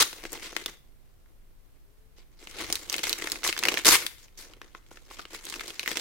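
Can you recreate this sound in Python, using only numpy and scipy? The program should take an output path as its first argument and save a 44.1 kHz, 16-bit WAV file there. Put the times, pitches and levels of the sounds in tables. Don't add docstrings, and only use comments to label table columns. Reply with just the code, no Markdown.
import sys
import numpy as np
from scipy import signal
from scipy.fft import rfft, irfft, next_fast_len
from scipy.io import wavfile
from scipy.ndimage import uniform_filter1d, map_coordinates

SR = 44100
rng = np.random.default_rng(int(sys.argv[2]) if len(sys.argv) > 2 else 0)


def invert_db(level):
    return 10 ** (np.asarray(level, dtype=float) / 20)


def transcribe(u):
    v = np.clip(np.atleast_2d(u).T, -1, 1)
    q = np.round(v * 32767).astype(np.int16)
    wavfile.write(sys.argv[1], SR, q)


N = 264908

# start in seconds, peak in dB, panel pitch in Hz,
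# treble crack against the panel in dB, pouch boom against the snap in dB.
BUCKLES = [(0.0064, -7.5, 3490, -20.5, -30), (0.0263, -7.5, 4100, -17, -30.5),
           (0.1296, -26.5, 2730, -33.5, -13), (0.2379, -27, 1960, -15, -8.5), (0.2523, -24, 2140, -18, -6),
           (0.3204, -25.5, 7250, -9, -16), (0.3301, -18, 6930, -15.5, -18), (0.375, -33, 2670, -12, -7),
           (0.4254, -30, 2290, -15, -13), (0.5277, -35, 1430, -8.5, -1.5), (0.5651, -12, 2540, -33, -20),
           (0.6604, -13.5, 3440, -17.5, -19.5), (0.6834, -30.5, 1980, -26.5, -20),
           (1.259, -54, 1260, -24, -20), (2.1839, -44.5, 3790, -19, -6.5), (2.4269, -43.5, 2100, -15, -2.5),
           (2.4718, -27.5, 2100, -26, -15.5), (2.5855, -23.5, 2575, -17.5, -21),
           (2.602, -25.5, 2080, -16.5, -9), (2.6429, -25, 1960, -24, -25), (2.7013, -24.5, 2540, -10, -5),
           (2.7262, -7, 4840, -24.5, -44), (2.7546, -14, 4140, -14.5, -37), (2.8978, -14, 5290, -23.5, -28),
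           (2.9272, -15, 4550, -16, -34), (2.9412, -13.5, 2100, -20, -32), (2.9642, -19.5, 7070, -22, -41),
           (2.9816, -16, 3130, -17, -34), (2.9925, -25, 3010, -10.5, -32), (3.039, -15, 2690, -18, -37),
           (3.0694, -18.5, 2050, -8, -19), (3.0944, -10.5, 4830, -14.5, -45),
           (3.1288, -9, 3790, -21.5, -38), (3.1862, -24.5, 5610, -17, -17), (3.2216, -20, 2050, -22, -9),
           (3.272, -17.5, 2080, -17, -35), (3.2994, -23, 4110, -12.5, -37),
           (3.3189, -7.5, 5320, -24.5, -53), (3.3568, -24, 2060, -24, -33),
           (3.4331, -20.5, 2100, -15.5, -36), (3.4481, -17, 2020, -16, -38),
           (3.4635, -18.5, 1260, -15, -26), (3.4764, -9.5, 4030, -22.5, -27.5),
           (3.4894, -12.5, 2600, -22.5, -14), (3.5269, -14.5, 2640, -23, -32),
           (3.5648, -21.5, 1730, -24.5, -26), (3.5773, -16, 2620, -26, -23),
           (3.5902, -13.5, 4070, -30, -29.5), (3.6119, -33.5, 2290, -13, -18),
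           (3.6274, -16, 1830, -25.5, -19.5), (3.6361, -7.5, 2590, -18.5, -28),
           (3.6526, -8.5, 2100, -19, -38), (3.6844, -6.5, 2530, -20, -17.5),
           (3.6885, -12, 2230, -21.5, -22.5), (3.7199, -22, 1940, -19, -13),
           (3.7409, -13, 2770, -14.5, -12), (3.7728, -11.5, 1800, -23, -26),
           (3.7784, -16.5, 3110, -22.5, -23), (3.7964, -22.5, 2640, -30, -27),
           (3.8482, -10, 3460, -11.5, -22), (4.0213, -25, 1740, -21, -29), (4.0652, -13, 3530, -19, -43),
           (4.2822, -44.5, 2310, -19, -24), (4.5356, -36.5, 2210, -25, -22),
           (4.6154, -29, 1750, -33, -12.5), (4.7486, -30, 1300, -25, -13), (4.8638, -46, 2130, -19.5, -22),
           (4.9137, -41.5, 1070, -13, 0), (4.9716, -34.5, 1760, -30, -25), (5.1103, -33.5, 1030, -23, -8),
           (5.1926, -27.5, 1210, -22.5, -11), (5.253, -29, 2270, -22, -13),
           (5.3073, -40.5, 2260, -10.5, -5), (5.3328, -31, 5080, -19, -7), (5.3472, -26.5, 2650, -22, -12),
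           (5.4524, -23, 6850, -21, -26), (5.4989, -21.5, 5110, -24, -29),
           (5.5243, -27.5, 1740, -22.5, -18), (5.5398, -21.5, 2570, -21, -35),
           (5.5952, -22, 2100, -15.5, -34), (5.6087, -23.5, 1780, -15.5, -37),
           (5.6795, -23, 4470, -27, -18.5), (5.7039, -25, 2750, -21, -16), (5.7947, -13.5, 2620, -26, -39),
           (5.8307, -23.5, 2150, -19, -28), (5.8601, -19.5, 2090, -12.5, -25),
           (5.8765, -12.5, 1810, -9, -21), (5.915, -17, 2620, -13, -13), (5.9574, -24, 2710, -25, -24),
           (5.9708, -12.5, 2660, -27, -19.5), (5.9974, -23.5, 3506, -18.5, -19)]


def unit(x):
    return x / np.sqrt(np.mean(x ** 2) + 1e-20)


def along(points, hz):
    f, v = np.transpose(points)
    return np.interp(np.log(hz + 1), np.log(f + 1), v)


def filtered(x, response):
    m = next_fast_len(N + SR // 2)
    return irfft(rfft(x, m) * response(np.fft.rfftfreq(m, 1 / SR)), m)[..., :N]


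def mode(hz, centre_hz, width_hz):
    return 1j * hz * width_hz / (centre_hz ** 2 - hz ** 2 + 1j * hz * width_hz)


def wobble(rate):
    knots = rng.standard_normal(round(N * rate / SR) + 4)
    return map_coordinates(knots, [np.arange(N) * rate / SR])


def radiated(noise, hz, alike_hz):
    turn = np.arccos(1 / (1 + (hz / alike_hz) ** 2)) / 2
    mid, side = rfft(noise) * [np.cos(turn), np.sin(turn)]
    return np.array([mid + side, mid - side])


def pouch(hz):
    # centre in Hz, width in Hz, gain in dB ahead of the broad resonance below.
    resonances = [(250, 260, -5), (330, 83, 2.5), (459, 55, 9), (576, 1500, 0.5)]
    total = sum((-1) ** k * invert_db(db) * mode(hz, centre, width)
                for k, (centre, width, db) in enumerate(resonances))
    return total * mode(hz, 210, 810) ** 2


def folds(count, spread_db, clump_db, smooth):
    jumps = np.zeros((2, N))
    start = (rng.random(count) * N).astype(int)
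    size_db = spread_db * rng.exponential(size=count)
    side_db = np.outer([1, -1], 2.1 * rng.standard_normal(count))
    jumps[:, start] = invert_db(size_db + side_db)
    clumped = jumps * invert_db(clump_db * wobble(40))
    fade = np.exp(-np.arange(600) / SR / 0.0023)
    return unit(signal.fftconvolve(clumped, fade[None], axes=1)[:, :N]) + smooth


def patches(x, depth_db):
    z = signal.stft(x, nperseg=256)[2]
    field = rng.standard_normal(z.shape[1:])
    for axis in (0, 1):
        field = uniform_filter1d(field, size=9, axis=axis)
    return signal.istft(z * invert_db(depth_db * unit(field)), nperseg=256)[1][:, :N]


def film(envelope, body, tilt, boom):
    # frequency in Hz, relative level in dB.
    film_colour = [(350, -21), (600, -27), (833, -8.5), (1260, -5.5), (1890, -3.5), (2080, 2.5),
                   (2420, -1.5), (6320, -3), (15800, -20)]
    f = np.fft.rfftfreq(N, 1 / SR)
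    noise = irfft(radiated(rng.standard_normal((2, N)), f, alike_hz=1800), N)
    broken = envelope * noise
    grains = filtered(patches(broken, depth_db=2.5), lambda hz: invert_db(along(film_colour, hz)))
    treble = filtered(grains, lambda hz: 1 / (1 + (7000 / (hz + 1)) ** 4))
    hissing = (grains - treble + tilt * treble) / np.std(grains)
    flex = broken * invert_db(2.7 * wobble(40))
    return body * hissing + boom * unit(filtered(flex, pouch))


def rips():
    # start in seconds, end in seconds, level in dB before the swell, treble tilt in dB.
    tears = [(0, 0.021, -19, 3.5), (0.416, .48, -43.5, -0.5), (2.162, 2.229, -59.5, -19),
             (2.392, 2.459, -58.5, 3.5), (3.031, 3.112, -35, 3.5), (3.439, 3.499, -30, 4),
             (3.851, 3.96, -19.5, 6.5), (4.181, 4.245, -57, 6), (4.373, 4.446, -46.5, 7.5),
             (4.907, 4.936, -57, 3), (4.955, 4.974, -57, 3.5), (5.107, 5.149, -52.5, 5),
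             (5.302, 5.363, -47, 0.5)]
    boom_db = -13.5
    t, body, tilt = np.arange(N) / SR, np.zeros(N), np.ones(N)
    for start, end, db, tilt_db in tears:
        attack = np.clip((t - start) / 0.0015, 0, 1)
        release = np.exp(-np.maximum(t - end, 0) / 0.013) * (t < end + .06)
        swell = 0.76 + 0.49 * np.sin(np.pi * np.clip((t - start) / (end - start), 0, 1))
        gate = attack * release * swell
        body = body + invert_db(db) * gate
        tilt[gate > 0] = invert_db(tilt_db)
    grain = folds(count=6000, spread_db=2.8, clump_db=1.8, smooth=0.24)
    return film(grain, body, tilt, invert_db(boom_db) * body)


def crackle():
    # time in seconds, effort in dB.
    hands = [(0, -41), (.06, -49.5), (.19, -55.5), (.3, -47.5), (.52, -45), (.7, -49), (.8, -79.5),
             (2.25, -79), (2.4, -63), (2.5, -53), (2.6, -40.5), (2.78, -47), (2.87, -47.5), (2.93, -42),
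             (3.15, -46.5), (3.24, -38.5), (3.4, -55), (3.6, -56), (3.68, -34.5), (3.83, -46.5),
             (3.98, -35), (4.1, -63), (4.35, -70), (4.48, -54.5), (4.58, -72), (4.68, -64), (4.8, -71),
             (5.07, -62.5), (5.2, -49.5), (5.28, -60.5), (5.36, -47.5), (5.66, -44), (5.76, -50.5),
             (6, -37.5)]
    after_db, after_s = -34, .022
    reference_db = -49
    brightens, boom_lags = .08, .2
    tilt_db, tilt_swing_db = 0.7, 1.5
    boom_db, boom_swing_db = -6, 2.5
    t = np.arange(N) / SR
    flare = sum(invert_db(db + after_db) * (t > s) * np.exp(-np.abs(t - s) / after_s) for s, db, *_ in BUCKLES)
    time_s, effort_db = np.transpose(hands)
    body = invert_db(np.interp(t, time_s, effort_db)) + flare
    effort = body / invert_db(reference_db)
    tilt = invert_db(tilt_db + tilt_swing_db * wobble(8.9)) * effort ** brightens
    boom = body * invert_db(boom_db + boom_swing_db * wobble(8)) * np.maximum(effort, .2) ** -boom_lags
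    grain = folds(count=2600, spread_db=2.4, clump_db=1.6, smooth=0.3)
    return film(grain, body, tilt, boom)


def snaps(size=2048):
    pan_start_db, pan_drift_db_per_s, pan_scatter_db = 0.5, -0.26, 3
    out, push = np.zeros((2, N + size)), np.zeros(N)
    t, f = np.arange(size) / SR, np.fft.rfftfreq(size, 1 / SR)
    for s, db, hz, crack_db, boom_db in BUCKLES:
        cycles = t * hz
        settle = np.exp(-cycles / 2.1) + .22 * np.exp(-t / .0045)
        run = (1 - np.exp(-cycles / .6)) * settle
        jolt = radiated(run * rng.standard_normal((2, size)), f, alike_hz=1930)
        neighbours_hz = hz * np.exp(0.23 * rng.standard_normal(3))
        neighbours = sum(mode(f, c, 0.043 * c) for c in neighbours_hz)
        broad = mode(f, hz, 1.8 * hz) * mode(f, hz, 2.0 * hz)
        panel = irfft(jolt * broad * (.98 + mode(f, hz, 0.065 * hz) + 0.58 * neighbours))
        crack = irfft(jolt * mode(f, 10500, 10000) ** 2)
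        snap = unit(panel) + invert_db(crack_db) * unit(crack)
        snap = snap / np.abs(snap).max(axis=1, keepdims=True)
        pan_db = pan_start_db + pan_drift_db_per_s * s + pan_scatter_db * rng.standard_normal()
        side = invert_db(np.array([[pan_db], [-pan_db]]) / 2)
        at = round(s * SR)
        out[:, at:at + size] += side * invert_db(db) * snap
        push[at] = invert_db(db + boom_db)
    boom = filtered(push, pouch) / np.abs(irfft(pouch(f))).max()
    return out[:, :N] + boom


def room(x):
    # delay in seconds, level in dB.
    surfaces = [(.0012, -37), (.0028, -23.5), (.0055, -17)]
    # frequency in Hz, time to fall 60 dB in seconds.
    decay = [(200, 0.18), (2000, 0.42), (8000, 0.36), (15000, 0.51)]
    early = filtered(x[::-1], lambda f: sum(invert_db(db) * np.exp(-2j * np.pi * f * s) for s, db in surfaces))
    hz, t, z = signal.stft(rng.standard_normal((2, SR // 2)), SR, nperseg=256)
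    tail = signal.istft(z * invert_db(-60 * t / along(decay, hz)[:, None]), SR, nperseg=256)[1]
    delayed = np.pad(x, ((0, 0), (250, 0)))
    late = signal.fftconvolve(delayed, tail / np.linalg.norm(tail[0]), axes=1)[:, :N]
    return early + invert_db(-13) * late


def microphone_hiss():
    # frequency in Hz, relative level in dB.
    hiss_colour = [(12, -27), (20, 4.5), (61, -15), (134, -20), (154, -23), (434, -29), (542, -32),
                   (780, -36), (923, -36.5), (6540, -47), (14700, -43), (16000, -50.5)]
    level_db = -54
    noise = rng.standard_normal((2, N))
    return invert_db(level_db) * unit(filtered(noise, lambda f: invert_db(along(hiss_colour, f))))


def faint_tone():
    start_s, end_s, fade_s, level_db = 1.82, 2.2, .07, -75
    from_hz, to_hz, glide_s = 365, 445, .09
    t = np.arange(N) / SR
    hz = to_hz - (to_hz - from_hz) * np.exp(-np.abs(t - start_s) / glide_s)
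    gate = np.clip(np.minimum(t - start_s, end_s - t) / fade_s, 0, 1)
    level = np.sqrt(2) * gate * invert_db(level_db + 2.0 * wobble(24.3))
    return level * np.sin(2 * np.pi * np.cumsum(hz + 7 * wobble(40)) / SR)


def shake():
    # time of the jolt in seconds, level in dB.
    jolts = [(2.7, -49), (3.07, -57), (3.5, -62), (3.9, -52)]
    rise_db_per_s, fall_db_per_s = 108, 117.5
    t = np.arange(N) / SR
    low = unit(filtered(rng.standard_normal((2, N)), lambda hz: mode(hz, 45, 68) ** 2))
    swell = sum(invert_db(db - np.maximum(rise_db_per_s * (s - t), fall_db_per_s * (t - s))) for s, db in jolts)
    return low * swell


def scene():
    wrapper = rips() + crackle() + snaps()
    return wrapper + room(wrapper) + faint_tone() + shake()


def roll_off(x):
    return signal.sosfilt(signal.butter(12, 17030, fs=SR, output="sos"), x)


def record(dry):
    # frequency in Hz, left against right in dB.
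    balance = [(60, 13.5), (180, -4), (550, 1.5), (1650, 3), (4970, -1.5), (15000, 7.5)]
    top_hz = 15900
    ports = filtered(dry, lambda f: invert_db(np.outer([.5, -.5], along(balance, f))))
    mix = filtered(ports + microphone_hiss(), lambda f: f < top_hz)
    return roll_off(mix)


dry = scene()
out = record(dry)
transcribe(out)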